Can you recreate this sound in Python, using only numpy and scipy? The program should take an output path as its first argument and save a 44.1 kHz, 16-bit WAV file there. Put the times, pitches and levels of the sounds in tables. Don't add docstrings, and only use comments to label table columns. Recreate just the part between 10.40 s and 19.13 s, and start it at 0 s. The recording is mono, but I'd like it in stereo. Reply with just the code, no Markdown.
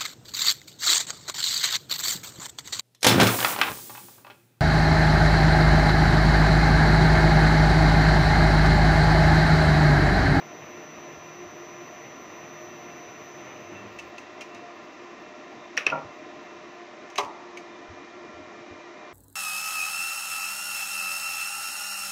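import sys
import numpy as np
from scipy import signal
from scipy.fft import rfft, irfft
from scipy.io import wavfile
from scipy.ndimage import uniform_filter1d

SR = 44100
rng = np.random.default_rng(int(sys.argv[2]) if len(sys.argv) > 2 else 0)


def unload_wav(signal):
    wavfile.write(
        sys.argv[1],
        SR,
        np.round(np.clip(np.atleast_2d(signal).T, -1, 1) * 32767).astype(np.int16),
    )


N = 384993
TIME = np.arange(N) / SR
AFTER = TIME[:SR]


def undb(db):
    return 10 ** (np.asarray(db) / 20)


def unit(x):
    return x / np.sqrt(np.mean(x ** 2))


def along(points, hz):
    f, value = np.transpose(points)
    return np.interp(np.log(hz + 1), np.log(f), value)


def resonances(peaks, hz):
    return sum(gain_db * np.exp(-2 * ((hz - f) / width) ** 2) for f, width, gain_db in peaks)


def walk(rate):
    k = int(SR / rate)
    steps = np.repeat(rng.standard_normal(N // k + 1), k)
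    smooth = uniform_filter1d(uniform_filter1d(steps, k), k)
    return 1.3 * smooth[:N]


def sides_db(pan_db):
    return np.array([[pan_db], [-pan_db]]) / 2


def tone(hz, db, lead=0., pan_db=0.):
    phase = 2 * np.pi * (np.cumsum(hz) / SR + rng.random())
    sides = np.array([[1], [-1]]) / 2
    return np.sqrt(2) * undb(db + pan_db * sides) * np.sin(phase + lead * sides)


def swells(rows, wander_hz, rate, lead):
    out = 0
    for s, length, f, db in rows:
        bell = np.exp(-2 * ((TIME - s) / length) ** 2)
        out = out + tone(f + wander_hz * walk(rate), db, lead) * bell
    return out


def fade(t60):
    return np.exp(-np.log(1000) * AFTER / t60)


def body(colour, size=2048):
    cepstrum = irfft(np.log(undb(along(colour, np.fft.rfftfreq(size, 1 / SR)))))
    cepstrum[1:size // 2] *= 2
    cepstrum[size // 2 + 1:] = 0
    response = irfft(np.exp(rfft(cepstrum)))
    return response / np.linalg.norm(response)


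def blow(colour, t60, room_db, room_t60, rise_s, pan_db, alike_hz=450, damp_hz=1500, treble_t60=0.24):
    hz = np.fft.rfftfreq(SR, 1 / SR)
    alike = 1 / (1 + (hz / alike_hz) ** 2)
    mid, side = rfft(rng.standard_normal((2, SR))) * np.sqrt([1 + alike, 1 - alike])
    noise = unit(irfft([mid + side, mid - side], SR))
    low = irfft(rfft(noise) / (1 + (hz / damp_hz) ** 4), SR)
    direct = fade(t60) * undb(sides_db(pan_db))
    chatter = low * np.hypot(direct, undb(room_db) * fade(room_t60))
    chatter = chatter + (noise - low) * np.hypot(direct, undb(room_db) * fade(treble_t60))
    attack = 1 - np.exp(-AFTER / rise_s)
    return signal.fftconvolve(chatter * attack, body(colour)[None])[:, :SR]


def ring(hz, db, t60, rise_s, lag_s, pan_db=-7.5):
    shape = (1 - np.exp(-AFTER / rise_s)) ** 2 * fade(t60)
    wave = np.sin(2 * np.pi * hz * (AFTER - np.array([[lag_s], [0]])))
    return undb(db + sides_db(pan_db)) * shape / shape.max() * wave


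def add(out, s, sound):
    start = int(s * SR)
    out[:, start:start + sound.shape[1]] += sound[:, :N - start]


# (frequency [Hz], coherence [0-1], phase by which the left leads [rad])
LIKENESS = [(40, 0.5, -3), (157, 0.97, 1), (406, 1, -0.93), (570, 0.66, 0.5), (806, 1, -1.5),
            (1013, 0.22, -1.5), (1178, 0.1, 5.5), (1305, 0.19, 5), (1544, 0.47, 3), (1953, 0.56, 6),
            (2560, 0.031, 9), (3080, 0.16, 8.5), (4780, 0.084, 15.5), (6100, 0.37, 20.5)]


def stereo_noise(size):
    hz = np.fft.rfftfreq(size, 1 / SR)
    alike = np.clip(along([row[:2] for row in LIKENESS], hz), 0, 1)
    lead = along([row[::2] for row in LIKENESS], hz)
    mid, side = rfft(rng.standard_normal((2, size))) * np.sqrt([1 + alike, 1 - alike])
    return unit(irfft([(mid + side) * np.exp(1j * lead), mid - side], size))


def rush(colour, peaks=()):
    hz = np.fft.rfftfreq(N, 1 / SR)
    db = along(colour, hz) + resonances(peaks, hz)
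    return unit(irfft(rfft(stereo_noise(N)) * undb(db), N))


# (frequency [Hz], level [dB])
AIR_COLOUR = [(25, -52), (60, -23.5), (110, -21.5), (200, -12), (320, -4.5), (520, -14.5), (1100, -7.5),
              (1550, -17), (2000, -16.5), (2600, -17), (4400, -25.5), (6200, -25), (7400, -35),
              (9000, -61.5), (12000, -64.5)]
# (centre [Hz], width [Hz], level [dB])
CABINET = [(449, 57, 4), (594, 37, 6.5), (745, 215, 4), (854, 42, -14.5), (986, 14, 3.5), (1140, 110, 1),
           (1500, 25, 6.5), (1813, 390, 6), (2450, 96, 4.5), (3790, 230, 3)]
# (frequency [Hz], level [dB], pitch wander [Hz], phase by which the left leads [rad], pitch sag [Hz])
FAN_TONES = [(351, -54.3, 4, -.2, 1), (614, -57, 3.5, .5, 2), (700.5, -60, 4, .2, 0),
             (1033.5, -58, 3, -1.7, 6), (1206, -59.5, 3, 2.2, 8), (1378, -62.5, 3, 1.1, 8),
             (1755, -65, 4, -1.8, 0), (2105, -66, 5, .7, 0), (2326, -67, 5, 1.5, 0)]
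FAN_SAG_S = 7.05


def fans(air_db=-44, flutter_db=2.55, flutter_hz=450, blur_db=-5, blur_hz=13):
    air = rush(AIR_COLOUR, CABINET) * undb(air_db)
    bass = signal.sosfiltfilt(signal.butter(2, flutter_hz, fs=SR, output="sos"), air)
    out = air + bass * (undb(flutter_db * walk(35)) - 1)
    sagged = np.clip((TIME - FAN_SAG_S) / .2, 0, 1)
    for f, db, wander, lead, sag_hz in FAN_TONES:
        hz = f - sag_hz * sagged
        out += tone(hz + wander * walk(60), db + 3.2 * walk(28), lead)
        out += tone(hz + blur_hz * walk(50), db + blur_db + 3 * walk(40), lead)
    return out


# (start [s], end [s], frequency [Hz], level [dB], phase by which the left leads [rad])
THIN_TONES = [(0, 6.4, 2684, -62.5, -1), (0, 7.15, 2412, -63, 1.6), (7.15, 9, 2397, -60.5, -.2)]


def thin_tones():
    out = 0
    for start, end, f, db, lead in THIN_TONES:
        present = uniform_filter1d(1. * ((TIME >= start) & (TIME < end)), size=2000)
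        out = out + present * tone(f + 3.5 * walk(40), db + 2 * walk(14), lead)
    return out


CRUISE_HZ = 25.5
SLOWDOWN_START_S, SLOWDOWN_LENGTH_S = 2.6, 1.9


def speed():
    progress = np.clip((TIME - SLOWDOWN_START_S) / SLOWDOWN_LENGTH_S, 0, 1)
    return (1 + np.cos(np.pi * progress)) / 2


def speed_db(power):
    return 20 * power * np.log10(speed() + 1e-6)


# (frequency they close in on [Hz], multiple of the electrical frequency, relative level [dB])
SIDEBANDS = [(6000, -3, 1), (6000, 3, -2), (6000, -1, -13), (6000, 1, -18), (6000, 9, -16),
             (12000, -4, -23), (12000, 4, -26), (9900, -3, -36), (9900, 3, -40), (8100, 0, -36)]
# (frequency [Hz], level [dB])
FRAME = [(5924, 0), (5936, -3), (5948, -11), (6000, -6), (6036, -8), (6050, 4), (6062, 3), (6077, -2)]
CARRIER_HZ = 6000
WHINE_DB, WHINE_POWER = -55, 1.2
DRIVE_RUN_DB, DRIVE_HOLD_DB, DRIVE_OFF_S = -72, -87.5, 6.38


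def motor(whine_pan_db=3, carrier_pan_db=-4, fizz_db=-27, fizz_hz=60, holding_db=-15, waver_db=2):
    hz, whine_db = CRUISE_HZ * speed(), WHINE_DB + speed_db(WHINE_POWER)
    held_db = np.maximum(whine_db, WHINE_DB + holding_db)
    drive_db = DRIVE_HOLD_DB + (DRIVE_RUN_DB - DRIVE_HOLD_DB) * speed()
    drive_db = drive_db + (2.0 + waver_db * (1 - speed())) * walk(40)
    out = tone(np.full(N, 2 * CARRIER_HZ), drive_db, lead=-1.3, pan_db=carrier_pan_db)
    for centre, k, db in SIDEBANDS:
        pitch = centre + k * hz
        if centre == CARRIER_HZ:
            group_db, pan_db = held_db + along(FRAME, pitch), whine_pan_db
        else:
            group_db, pan_db = whine_db, carrier_pan_db
        out += tone(pitch, group_db + db + 0.83 * walk(11), lead=1.0, pan_db=pan_db)
    out += tone(2 * CARRIER_HZ + fizz_hz * walk(300), whine_db + fizz_db, pan_db=carrier_pan_db)
    return out * (TIME < DRIVE_OFF_S)


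# (multiple of the electrical frequency, relative level [dB])
RIPPLE = [(6, 0), (12, -2)]
# (centre [Hz], width [Hz], level [dB])
MOUNT = [(101, 43, 12.5), (200, 27, 15)]
HUM_DB, HUM_POWER = -63.5, 1.9


def windings(rough_db=4):
    out = 0
    for k, db in RIPPLE:
        hz = k * CRUISE_HZ * speed()
        unsteady_hz = hz + 7 * walk(60)
        level_db = HUM_DB + db + speed_db(HUM_POWER) + resonances(MOUNT, hz)
        out = out + tone(unsteady_hz, level_db + rough_db * walk(30.12))
    return out


# (frequency [Hz], level [dB])
RUMBLE_COLOUR = [(25, -20.5), (60, -21), (105, -3), (190, -2), (260, -3.5), (500, -1), (1500, -6),
                 (2700, -6), (4000, -28), (8000, -84)]
RUMBLE_DB, RUMBLE_POWER = -49, 0.19


def travel():
    surge_db = 2 * walk(30) + 1.1 * walk(9)
    return rush(RUMBLE_COLOUR) * undb(RUMBLE_DB + speed_db(RUMBLE_POWER) + surge_db)


# (time [s], level [dB], decay t60 [s])
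BUMPS = [(0.569, -57, 0.17), (.76, -54, .2), (1.04, -53, .2), (5.64, -48.5, 0.18), (6.819, -54, 0.24),
         (7.48, -42.5, 0.16), (7.93, -54, 0.41), (8.0, -59, 0.28), (8.3, -50, 0.18)]
# (frequency [Hz], level [dB])
BUMP_COLOUR = [(25, 0), (55, 3.5), (85, 16), (130, 13), (250, -45), (1000, -64)]


def bumps():
    out = np.zeros((2, N))
    for s, db, t60 in BUMPS:
        thud = blow(BUMP_COLOUR, t60, room_db=-23, room_t60=.6, rise_s=0.0027, pan_db=4)
        add(out, s, undb(db) * thud)
    return out


# (time of the peak [s], length [s], frequency [Hz], level [dB])
SQUEAKS = [(2.52, .05, 2690, -56), (3.372, 0.07, 2680, -49.5), (4.17, 0.14, 2675, -58),
           (5.239, 0.091, 3600, -62), (5.878, .06, 3760, -62), (7.35, 0.083, 3610, -61)]


def squeaks():
    return swells(SQUEAKS, wander_hz=16, rate=100, lead=1.3)


# (time of the peak [s], length [s], frequency [Hz], level [dB])
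GROANS = [(3.45, 0.093, 200, -52), (3.47, .1, 107, -52.5), (3.63, .07, 80, -62)]


def groans():
    return swells(GROANS, wander_hz=5.9, rate=60, lead=0)


# (time [s], level [dB], decay t60 [s], ping [Hz], spring [Hz], spring level relative to the tick [dB],
#  upper spring [Hz])
TICKS = [(3.587, -32.5, 0.037, 2650, 2666, -5, 6030), (3.595, -35, 0.028, 2620, 2900, -16, 6309),
         (3.780, -34, 0.048, 2810, 2670, -15, 6230), (4.007, -33, 0.055, 3080, 2740, -8, 5650),
         (4.016, -35, 0.04, 2150, 2412, -10, 5981), (4.146, -38, 0.032, 2350, 3790, -13, 6000),
         (5.369, -23.5, 0.017, 2450, 2630, -18, 5580), (6.7003, -39.5, 0.021, 5840, 2630, -18, 6400),
         (6.757, -26.5, 0.0187, 2240, 2310, -20, 6250), (6.7786, -19.5, 0.057, 3930, 2630, -20, 6020),
         (6.7805, -23, 0.063, 3430, 2190, -15, 6300), (7.171, -33, 0.037, 2180, 2270, -9, 6331)]
# (frequency [Hz], level [dB])
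TICK_COLOUR = [(500, -64), (1700, -4.5), (2600, 6), (3400, -8), (5000, -7.5), (6300, -5.5), (8000, -17),
               (10000, -24), (12000, -28), (15500, -27)]
SPRING_T60_S, UPPER_SPRING_DB = 0.09, -18


def ticks(ping_db=-7, bounce_share=.07, bounce_db=-3, detune=0.024):
    out = np.zeros((2, N))
    rise_share, ping_share = .035, .22
    for s, db, t60, hz, spring_hz, spring_db, upper_hz in TICKS:
        rise_s = rise_share * t60
        tick = blow(TICK_COLOUR, t60, room_db=-14.0, room_t60=.2, rise_s=rise_s, pan_db=-1.5)
        add(out, s, undb(db) * tick)
        for f, gain_db in [(spring_hz, spring_db), (upper_hz, UPPER_SPRING_DB)]:
            add(out, s, ring(f, db + gain_db, SPRING_T60_S, rise_s, lag_s=0, pan_db=-3))
        for k, (late, sharp, hard) in enumerate(rng.uniform(-0.99, 1, size=(4, 3))):
            level_db = db + ping_db + k * bounce_db + 2 * hard
            ping = ring(hz * (1 + detune * sharp), level_db, ping_share * t60, rise_s, lag_s=0, pan_db=-1)
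            add(out, s + bounce_share * t60 * (k + .5 + late / 2), ping)
    return out


# (time [s], rattle level [dB], armature ring [Hz], ring level [dB],
#                                      ring t60 [s], overtone level [dB], thud level [dB])
SNAPS = [(5.3750, -18.5, 1870, -6.8, .006, -19.5, -45), (5.3795, -36, 2400, -23, .012, -40, -52),
         (5.4650, -18.5, 2590, -9.8, .011, -29, -24), (5.5003, -40, 2600, -21, .009, -40, -55)]
# (frequency [Hz], level [dB])
SNAP_COLOUR = [(150, -39), (430, -5), (800, -15), (1300, 0), (1900, 1), (2700, 4), (3400, -10),
               (4600, -15.5), (5800, -10), (7000, -32), (9500, -38), (12000, -35), (15500, -46)]
# (frequency [Hz], level [dB])
CRACK_COLOUR = [(300, -12), (1500, 8.5), (3000, 10), (6000, 6), (8000, -9), (10000, -19), (15500, -21)]
# (frequency [Hz], level relative to the rattle before the falloff [dB], decay t60 [s])
HOUSING = [(1810, -18, 0.17), (1870, -18, 0.24), (2430, -20, .16), (2550, -10, 0.17), (2631, -18, 0.18),
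           (2900, -21, .14), (3100, -16, .13)]
LOOSE_DB, LOOSE_GAP_S, LOOSE_FALL_DB = -6, .009, -2


def contactors(overtone_hz=5620, crack_db=3, thud_hz=430, falloff_db_per_octave=-22):
    out = np.zeros((2, N))
    build_s, lag_s, rise_s, pan_db = .004, .00036, .0012, -1
    for s, db, hz, ring_db, t60, overtone_db, thud_db in SNAPS:
        rattle = blow(SNAP_COLOUR, t60=.055, room_db=-8.5, room_t60=.3, rise_s=rise_s, pan_db=pan_db)
        crack = blow(CRACK_COLOUR, t60=.018, room_db=-40, room_t60=.2, rise_s=rise_s, pan_db=pan_db)
        add(out, s, undb(db) * (rattle + undb(crack_db) * crack))
        add(out, s, ring(hz, ring_db, t60, build_s, lag_s, pan_db=-4))
        add(out, s, ring(overtone_hz, overtone_db, 0.0087, build_s, lag_s, pan_db=-2))
        add(out, s + build_s, ring(thud_hz, thud_db, 0.012, build_s, lag_s=0, pan_db=-3))
        for k, late in enumerate(rng.random(size=4)):
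            clatter = blow(SNAP_COLOUR, t60=.014, room_db=-40, room_t60=.2, rise_s=.0003, pan_db=0)
            clatter_db = db + LOOSE_DB + k * LOOSE_FALL_DB
            add(out, s + LOOSE_GAP_S * (k + 1 + late), undb(clatter_db) * clatter)
        for mode_hz, mode_db, mode_t60 in HOUSING:
            strength_db = db + mode_db + falloff_db_per_octave * abs(np.log2(mode_hz / hz))
            lag = rng.random() / mode_hz
            add(out, s, ring(mode_hz, strength_db, mode_t60, build_s, lag_s=lag, pan_db=3))
    return out


# (time [s], level [dB], decay t60 [s])
DULL_THUDS = [(5.467, -21.5, .025), (5.515, -26, .05), (5.5205, -25, .09), (5.537, -28, .04),
              (5.552, -25.5, .06), (5.5745, -24, .05)]
# (frequency [Hz], level [dB])
DULL_COLOUR = [(60, -34), (110, -17), (150, -13.5), (270, -6.5), (340, -12), (480, -3.5), (700, -3),
               (1150, -6), (1280, -5), (1400, -3), (1560, -21.5), (2500, -14), (4000, -56), (9000, -72)]
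# (frequency [Hz], level [dB], decay t60 [s])
BRAKE_MODES = [(151, -40, .4), (272, -39.5, .45), (538, -37, .25), (641, -33.5, .3), (807, -37, .35),
               (947, -32, .3), (1120, -39, .3), (1335, -35, .27), (1380, -29, .27), (1402, -21.5, .055)]


def dull_thuds():
    out = np.zeros((2, N))
    for s, db, t60 in DULL_THUDS:
        thud = blow(DULL_COLOUR, t60, room_db=-14, room_t60=.5, rise_s=.002, pan_db=1)
        add(out, s, undb(db) * thud)
    panels_start_s = DULL_THUDS[2][0]
    for hz, db, t60 in BRAKE_MODES:
        add(out, panels_start_s, ring(hz, db, t60, rise_s=0.0055, lag_s=0, pan_db=2.5))
    return out


# (time [s], level [dB], decay t60 [s])
MAIN = [(6.7835, -15, 0.04), (6.7908, -22.5, 0.04), (6.7995, -26, 0.045), (6.8085, -26, .035),
        (6.836, -30.5, 0.025), (6.848, -31, .022)]
# (frequency [Hz], level [dB])
MAIN_COLOUR = [(70, -34), (250, -14), (400, -3), (490, -10), (600, -3), (760, 1), (1000, 6), (1220, 4),
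               (1550, -15), (2100, -1), (3000, -14), (6200, -15), (8500, -33), (15000, -36)]
# (frequency [Hz], level [dB], decay t60 [s], left minus right [dB])
MAIN_MODES = [(411, -31, .22, -4), (575, -34, .28, 2), (746, -33, .19, -2), (824, -24, .055, -1),
              (882, -32, .55, -1), (945, -36, .6, -1), (1001, -24, .2, 0), (1090, -27, .06, -2),
              (1137, -33, .33, -4), (1174, -30, .17, -5), (1265, -36, .25, -2), (1610, -37, .13, -3),
              (2164, -29, .09, -4)]
KNOCK_HZ, KNOCK_DB, KNOCK_T60_S = 1050, -3, .011


def main_contactor(build_s=0.0018):
    out = np.zeros((2, N))
    pan_db, knock_rise_s = -3, .004
    for s, db, t60 in MAIN:
        clack = blow(MAIN_COLOUR, t60, room_db=-19.5, room_t60=1.0, rise_s=0.00014, pan_db=pan_db)
        add(out, s, undb(db) * clack)
        add(out, s, ring(KNOCK_HZ, db + KNOCK_DB, KNOCK_T60_S, knock_rise_s, lag_s=0, pan_db=pan_db))
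    for hz, db, t60, mode_pan_db in MAIN_MODES:
        add(out, MAIN[0][0], ring(hz, db, t60, build_s, lag_s=0.00016, pan_db=mode_pan_db))
    return out


def scene():
    steady = fans() + thin_tones() + motor() + windings() + travel()
    small = bumps() + squeaks() + groans() + ticks()
    return steady + small + contactors() + dull_thuds() + main_contactor()


def record(dry, shade_db=-5, shade_hz=8000, top_hz=15600):
    treble = signal.sosfiltfilt(signal.butter(2, shade_hz, "high", fs=SR, output="sos"), dry)
    shaded = dry + treble * (undb(np.array([[shade_db], [0]])) - 1)
    return signal.sosfiltfilt(signal.ellip(8, .05, 60, top_hz, fs=SR, output="sos"), shaded)


dry = scene()
out = record(dry)
unload_wav(out)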